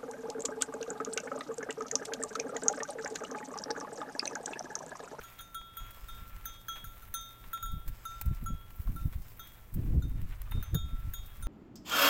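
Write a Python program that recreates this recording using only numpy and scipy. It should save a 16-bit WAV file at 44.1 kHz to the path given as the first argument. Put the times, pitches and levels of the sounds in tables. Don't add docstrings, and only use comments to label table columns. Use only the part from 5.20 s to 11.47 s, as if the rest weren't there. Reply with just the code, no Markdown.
import sys
import numpy as np
from scipy import signal
from scipy.fft import rfft, irfft
from scipy.io import wavfile

SR = 44100
rng = np.random.default_rng(int(sys.argv[2]) if len(sys.argv) > 2 else 0)


def dump_mix(stems):
    frames = np.atleast_2d(stems).T
    limited = np.clip(frames, -1, 1)
    pcm = np.round(limited * 32767).astype(np.int16)
    wavfile.write(sys.argv[1], SR, pcm)


N = 276507
TIME = np.arange(N) / SR


def gain_of(db):
    return 10 ** (np.asarray(db) / 20)


def evened(x):
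    return x / np.sqrt(np.mean(x ** 2) + 1e-20)


def add(mix, s, sound):
    part = mix[max(round(s * SR), 0):][:len(sound)]
    part += sound[:len(part)]


def coloured(x, colour):
    hz, db = np.transpose(colour)
    f = np.fft.rfftfreq(len(x), 1 / SR)
    curve_db = np.interp(np.log(f + 1), np.log(hz), db)
    return evened(irfft(rfft(x) * gain_of(curve_db), len(x)))


def drift(rate):
    f = np.fft.rfftfreq(N, 1 / SR)
    return evened(irfft(rfft(rng.standard_normal(N)) / (1 + (f / rate) ** 4), N))


def grains(per_s, spread_db):
    size = gain_of(spread_db * np.minimum(rng.exponential(1, N), 4.5))
    return evened(size * rng.choice([-1., 1.], N) * (rng.random(N) < per_s / SR))


def swells(starts, lengths, levels_db, rise_s, fall_s):
    t = TIME[::32, None]
    shape = np.exp(-np.maximum(starts - t, 0) / rise_s - np.maximum(t - starts - lengths, 0) / fall_s)
    return np.interp(TIME, t[:, 0], np.linalg.norm(shape * gain_of(levels_db), axis=1))


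# f/Hz, level/dB
AIR_COLOUR = [(20, 5), (100, -8.5), (200, 5), (350, -0.5), (600, -2.5), (1000, -6), (2000, -12),
              (5000, -24), (16000, -16.5)]
# f/Hz, level/dB
DRONE_TONES = [(112.7, -65.5), (167, -74)]

def open_air(air_db=-64, waver_hz=1.84):
    out = gain_of(air_db) * coloured(rng.standard_normal(N), AIR_COLOUR)
    for hz, db in DRONE_TONES:
        turns = np.cumsum(hz + waver_hz * drift(5)) / SR
        out += gain_of(db + 2 * drift(5.8)) * evened(np.sin(2 * np.pi * turns))
    return out


# middle t/s, peak level/dB, f/Hz, length/swings
EDDIES = [(0.84, -39, 37, 0.7), (2.541, -30, 77, 0.52), (3.066, -25.5, 73.4, 0.8), (3.082, -22, 50.5, 0.84),
          (3.114, -25, 108, 0.85), (3.231, -35.5, 146, 0.82), (3.306, -33, 185, 1.4),
          (3.602, -29, 61, 0.73), (3.68, -25, 36.3, 1.1), (3.858, -20.5, 85.5, 0.78),
          (3.961, -27.5, 45.5, 0.49), (4.781, -18.5, 67, 2.2), (5.381, -23.5, 59, 0.55),
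          (5.557, -21.5, 151, 2.5), (5.648, -29.5, 61.5, 1.4), (5.877, -32, 40, 0.37)]

def eddies(sharpness=1.08):
    out, passing = np.zeros(N), np.zeros(N)
    t = TIME[:8192] - TIME[4096]
    for s, db, hz, swings in EDDIES:
        bump = np.exp(-(2 * hz * t / swings) ** 2)
        swing = -np.tanh(sharpness * np.sin(2 * np.pi * hz * t)) * bump
        add(out, s + t[0], gain_of(db) * swing / swing.max())
        add(passing, s + t[0], np.sqrt(bump))
    return out, np.minimum(passing, 1)


# start t/s, length/s, level/dB
GUSTS = [(0.602, 0.07, -65), (0.967, 0.074, -62), (1.152, 0.19, -66), (1.637, 0.054, -62.5),
         (2.259, 0.026, -58.5), (2.444, 0.031, -55), (2.534, 0.045, -47), (2.663, .04, -50.5),
         (3.06, 0.071, -41.5), (3.225, .12, -45), (3.669, .11, -42), (3.827, 0.053, -43.5),
         (3.921, 0.091, -54), (4.561, 0.25, -36), (4.741, 0.038, -31), (4.833, .05, -39),
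         (4.917, 0.19, -47), (4.956, 0.042, -37.5), (5.343, 0.06, -43.5), (5.545, 0.024, -32.5),
         (5.622, 0.13, -47.5), (5.844, 0.059, -52.5), (6.192, .03, -50)]
# t/s, level/dB
BREEZE = [(0, -57), (.5, -60), (.8, -50), (1.4, -57.5), (1.9, -50), (2.15, -62.5), (2.7, -53.5), (3.6, -48),
          (4.42, -54), (5.2, -41.5), (6.27, -42)]
# f/Hz, level/dB
RUMBLE_COLOUR = [(10, 3), (20, 5), (40, 4.5), (65, -5), (95, -5), (130, -18.5), (200, -30), (400, -63)]
FLUTTER_COLOUR = [(50, -22), (90, 1.5), (135, 1), (200, -6.5), (280, -13.5), (380, -24.5), (500, -35),
                  (800, -58), (2500, -90)]
ROAR_COLOUR = [(120, -51), (230, 1), (330, 0), (480, -11), (700, -17), (1100, -33), (2500, -75)]

def wind(strong_db=-35, rumble_db=-30, rumble_growth=0.62, flutter_db=-0.5,
         roar_db=-49, roar_growth=2.25, lump_db=3.0):
    starts, lengths, gust_db = np.transpose(GUSTS)
    gust = swells(starts, lengths, gust_db, rise_s=0.013, fall_s=0.009)
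    pressure_db = rumble_db + rumble_growth * (gust_db - strong_db)
    pressure = swells(starts, lengths, pressure_db, rise_s=0.03, fall_s=0.036)
    breeze = gain_of(np.interp(TIME, *np.transpose(BREEZE)))
    rumble = coloured(rng.standard_normal(N), RUMBLE_COLOUR) * np.hypot(pressure, breeze)
    flutter = coloured(rng.standard_normal(N), FLUTTER_COLOUR) * gust * gain_of(flutter_db)
    roar_level = gain_of(roar_db) * np.minimum(gust / gain_of(strong_db), 1.4) ** roar_growth
    roar = coloured(rng.standard_normal(N), ROAR_COLOUR) * roar_level
    thumps, passing = eddies()
    churn = rumble * (1 - passing) + (flutter + roar) * (1 - passing / 2)
    return churn * gain_of(lump_db * drift(25)) + thumps


# (the time to fall by 60 dB, called t60 in the code)
HOOF_STEPS = [(.773, -52.5, 0.047), (3.675, -46.5, 0.034), (5.274, -56, 0.063), (5.37, -53, 0.067),
              (5.549, -45, 0.049)]
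# f/Hz, level/dB
SAND_COLOUR = [(200, -22), (500, 3.5), (900, -4), (1300, 5.5), (2000, -20), (3500, -13), (8000, -45)]

def hooves(rise_s=0.00275):
    out, t = np.zeros(N), TIME[:6000]
    for s, db, t60 in HOOF_STEPS:
        grit = coloured(rng.standard_normal(len(t)) * rng.exponential(1, len(t)), SAND_COLOUR)
        shape = gain_of(db - 60 * t / t60) * (1 - np.exp(-t / rise_s))
        add(out, s - rise_s, 2 * grit * shape)
    return out


# start t/s, end t/s, level/dB
SLIDES = [(.68, 1.1, -70), (2.71, 2.874, -70), (2.822, 3.04, -67), (4.005, 4.15, -69.5)]
# f/Hz, width/Hz, level/dB
SLIDE_PEAKS = [(3000, 900, -2), (5100, 800, 0), (6700, 900, -5), (7750, 800, -1)]

def sliding_stalks():
    f = np.fft.rfftfreq(N, 1 / SR)
    colour = sum(gain_of(db) / (1 + (2 * (f - hz) / width) ** 2) for hz, width, db in SLIDE_PEAKS)
    strokes = np.zeros(N)
    for start, end, db in SLIDES:
        add(strokes, start, gain_of(db) * signal.windows.tukey(round((end - start) * SR), .5))
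    return strokes * evened(irfft(rfft(rng.standard_normal(N)) * colour, N))


# start t/s, length/s, crunch level/dB, fizz level/dB
RUSTLES = [(0, 0.19, -62, -63), (0.616, 0.73, -63, -62), (1.506, 0.3, -66.5, -58.5), (1.93, 0.22, -69, -60),
           (2.253, 0.09, -66, -63), (2.418, .13, -86, -61), (2.72, 0.35, -65, -66), (3.138, 0.11, -68, -63),
           (3.54, 0.33, -67.5, -58.5), (4.024, 0.32, -68, -62), (4.565, 0.12, -68.5, -70),
           (5.006, .46, -64.5, -77), (5.757, 0.46, -66.5, -64)]
# f/Hz, level/dB
CRUNCH_COLOUR = [(300, -6), (700, -0.5), (1100, 5.5), (1600, 4), (2300, 3), (3000, -2), (4000, -8),
                 (6000, -67), (16000, -58)]
SWISH_COLOUR = [(1500, -14), (3200, -4.5), (4200, 2.5), (5500, 2.5), (7500, 2.5), (9500, -2), (12000, 2),
                (16000, -4)]
FIZZ_COLOUR = [(4000, -96), (8000, -15.5), (10500, -14), (12000, -8), (13500, -0.5), (15000, 0),
               (16000, -1.5)]

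def rustling_straw(herd_crunch_db=-71.5, herd_fizz_db=-68, crunch_db=1, swish_db=-5, fizz_db=1,
                   swish_lean=0.72, clump_db=2.0, clump_rate=25, rise_s=0.05, fall_s=0.14):
    starts, lengths, low_db, high_db = np.transpose(RUSTLES)
    low = np.hypot(swells(starts, lengths, low_db, rise_s, fall_s), gain_of(herd_crunch_db))
    high = np.hypot(swells(starts, lengths, high_db, rise_s, fall_s), gain_of(herd_fizz_db))
    middle = low ** swish_lean * high ** (1 - swish_lean)
    low, middle, high = (level * gain_of(clump_db * drift(clump_rate)) for level in (low, middle, high))
    cracks = .5 * grains(per_s=450, spread_db=3.5)
    coarse, medium, fine = (grains(per_s, spread_db=2.4) for per_s in (3000, 6000, 9000))
    crunch = coloured(coarse + cracks, CRUNCH_COLOUR) * low * gain_of(crunch_db)
    swish = coloured(medium + cracks, SWISH_COLOUR) * middle * gain_of(swish_db)
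    fizz = coloured(fine + cracks, FIZZ_COLOUR) * high * gain_of(fizz_db)
    return (crunch + swish + fizz) * gain_of(0.3 * drift(clump_rate))


# t/s, crunch level/dB, fizz level/dB, fade/s
SNAPS = [(0.013, -53.5, -74, 0.066), (0.416, -50, -76, 0.016), (.708, -63, -51.5, 0.046),
         (1.558, -55, -76, 0.18), (2.01, -70, -51, 0.046), (2.241, -55.5, -78, 0.045),
         (2.3745, -55, -63, 0.044), (2.519, -83, -47.5, 0.032), (2.679, -57, -48, 0.072),
         (3.0145, -46, -34, 0.03), (3.058, -68, -49.5, 0.06), (3.241, -72, -48, 0.027),
         (3.506, -59.5, -62, 0.041), (3.927, -61.5, -62, 0.14), (4.272, -58, -54.5, 0.042),
         (4.542, -70, -47, 0.06), (4.897, -77, -49, 0.015), (5.018, -48, -43, 0.0077),
         (5.2191, -45.5, -36.5, 0.0098), (5.321, -46.5, -74, 0.037), (6.06, -74, -54, 0.074),
         (6.171, -65, -53, 0.016)]

def snapping_stalks(crunch_db=1, fizz_db=2, swish_db=-3, rise_s=0.0014):
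    out, t = np.zeros(N), TIME[:6000]
    for s, low_db, high_db, t60 in SNAPS:
        parts = ((CRUNCH_COLOUR, low_db + crunch_db), (FIZZ_COLOUR, high_db + fizz_db),
                 (SWISH_COLOUR, (low_db + high_db) / 2 + swish_db))
        fibres = rng.standard_normal(len(t)) * np.repeat(rng.uniform(.3, 1, len(t) // 20), 20)
        crack = sum(gain_of(db) * coloured(fibres, colour) for colour, db in parts)
        shape = gain_of(-60 * t / t60) * (1 - np.exp(-t / rise_s))
        add(out, s - .002, 2 * shape * crack)
    return out


# t/s, level/dB, hardness/(dB per octave),
# spot hit on the rim/deg, side facing the microphone/deg, extra knock/dB, extra clank/dB, extra hum/dB
BLOWS = [(0.035, -56, 3, 86.5, 180, 15, 7, 10), (0.188, -45, -7.5, 148, 145, 5, 1.5, -1),
         (0.207, -49.5, 5.5, 142, 164, -9, -4, 4.5), (0.345, -39.5, -3, 1.5, 116, 1, 2, -0.5),
         (0.569, -46, 1, 80, 84.5, -8, 0, 5.5), (0.884, -45.5, -3.5, 140, 155, -4, -0.5, 6),
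         (1.255, -42.5, 0, 28, 147, -12, -4.5, -3), (1.483, -36.5, -2.2, 63, 123, 3.5, 3, -7),
         (1.642, -51, 5.5, 61, 172, 8, 6.5, 6), (1.822, -62.5, 5, 140, 155, 14, 8, 7.5),
         (1.94, -36.5, 4.5, 31, 113, 3.5, -6, -2), (2.331, -40.5, -1.5, 1.1, 117, -8, 3.5, 8.5),
         (2.426, -43.5, 2.5, 29, 89, -11, 8, -1), (2.458, -44, -2, 1.2, 115.7, -18, 1, 3),
         (2.852, -48, 3.5, 30, 164, 3, 12, 9.5), (3.26, -41, -5.5, 132.5, 166, -14, 7, -3),
         (3.76, -63, 5.5, 40, 109, 14, 22, 7), (4.194, -47.5, 0, 25.5, 58.6, -1, .5, -8.5),
         (4.822, -54, -6, 122, 161, 10.5, -16, -5), (5.311, -48.5, -5.5, 46, 158, -3, -3.5, -25),
         (5.426, -53, 5, 26, 114, 17, -1, -18), (5.545, -38, -3, 97, 178, 2, -13, -3.5),
         (5.936, -45.5, 2.5, 84.5, 176, 4, -10, -9.5), (6.225, -54, 10.5, 87, 113, 12, -1, 11.5)]

def clapper(tick_db=-3, tick_t60=0.012, shimmer_db=-17, shimmer_t60=0.078):
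    out, t = np.zeros(N), TIME[:8192]
    metal_colour = [(400, -21), (1000, -19), (1500, 17), (2300, -9), (4000, -5), (5000, -10.5),
                    (6500, -6), (8000, -53), (11000, 4), (15000, -41)]
    tick = gain_of(tick_db - 60 * t / tick_t60) * (1 - np.exp(-t / .0005))
    shimmer = gain_of(shimmer_db - 60 * t / shimmer_t60)
    knock_db, *_, lower_glint_db, upper_glint_db = blow_levels()
    contact_db = np.mean([knock_db, lower_glint_db, upper_glint_db], axis=0)
    for (s, *_), db in zip(BLOWS, contact_db):
        metal = coloured(rng.standard_normal(len(t)), metal_colour)
        add(out, s, gain_of(db) * (tick + shimmer) * metal)
    return out


RIM_WAVES = [(3, 145), (3, 55), (4, 90), (4, 5), (5, 135), (5, 0), (6, 125), (7, 15), (7, 30)]
FAMILY_DB = [1.5, 3.5, -9, -1.3, 0.5, -3.5, -0.3, -3.5, -6.8, 5, 15, 15.5]

def blow_levels(still_db=-23, pivot_hz=3500):
    _, strength_db, hardness, spot, facing, *low_db = np.transpose(BLOWS)
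    high_db = []
    for family, (waves, offset) in zip(BELL_TONES[len(low_db):], RIM_WAVES):
        bends = (np.cos(np.radians(waves * angle + offset)) for angle in (spot, facing))
        rim_db = sum(10 * np.log10(bend ** 2 + gain_of(still_db) ** 2) for bend in bends)
        loudest_hz = max(family, key=lambda tone: tone[1])[0]
        high_db.append(rim_db + hardness * np.log2(loudest_hz / pivot_hz))
    return [strength_db + db + extra_db for db, extra_db in zip(FAMILY_DB, low_db + high_db)]


BELL_TONES = [
    [(1440, 0, .035), (4160, -14, .045), (6090, -14, .04), (7173, -16, .04)],
    [(1345, 0, .17)],
    [(1352, 0, 1.45)],
    [(3314, 0, .7)],
    [(3661, 0, .58)],
    [(6276, 0, .33)],
    [(6708, 0, .26)],
    [(8922, -7, .09), (9092, -2, .15), (10282, -7, .08), (10446, -6, .08)],
    [(9464, 0, .125), (9942, -7, .12)],
    [(11154, -2.5, .09), (11515, -3.5, .06), (11680, -10, .06), (12320, -8, .13)],
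    [(13447, -6, .09), (13588, -6, .09), (13982, -2, .065)],
    [(14696, -3, .055), (15380, -7, .04), (15605, -6, .05)],
]

def bell(sway_db=2.5, sway_rate=7, pitch_sway_hz=5.1, rise_cycles=7.0, touch_s=0.0063):
    out = np.zeros(N)
    starts = np.transpose(BLOWS)[0]
    gaps = np.diff(starts, append=starts[-1] + 1)
    for family, levels_db in zip(BELL_TONES, blow_levels()):
        ringing = np.zeros(N)
        pitch_shift = pitch_sway_hz * drift(sway_rate)
        for s, gap, blow_db in zip(starts, gaps, levels_db):
            first = round(s * SR)
            for hz, db, t60 in family:
                length_s = min(t60 * 1.2, gap + 8 * touch_s, 1)
                t = TIME[:min(round(length_s * SR), N - first)]
                build_up = 1 - np.exp(-t * hz / rise_cycles)
                stop_at_next_blow = np.exp(-np.maximum(t - gap, 0) / touch_s)
                luck_db = rng.uniform(-6, 2) * (db < -3)
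                fade = gain_of(blow_db + db + luck_db - 60 * t / t60)
                turns = hz * t + np.cumsum(pitch_shift[first:][:len(t)]) / SR
                add(ringing, s, build_up * fade * stop_at_next_blow * np.sin(2 * np.pi * turns))
        out += ringing * gain_of(sway_db * drift(sway_rate))
    return out


def scene():
    cowbell = bell() + clapper()
    grazing = snapping_stalks() + hooves() + rustling_straw() + sliding_stalks()
    return (cowbell + grazing + wind() + open_air())[None]


def record(dry, edge_hz=15950):
    low_pass = signal.firwin(511, edge_hz, window=("kaiser", 9), fs=SR)
    return signal.oaconvolve(dry, low_pass[None], "same")


dry = scene()
out = record(dry)
dump_mix(out)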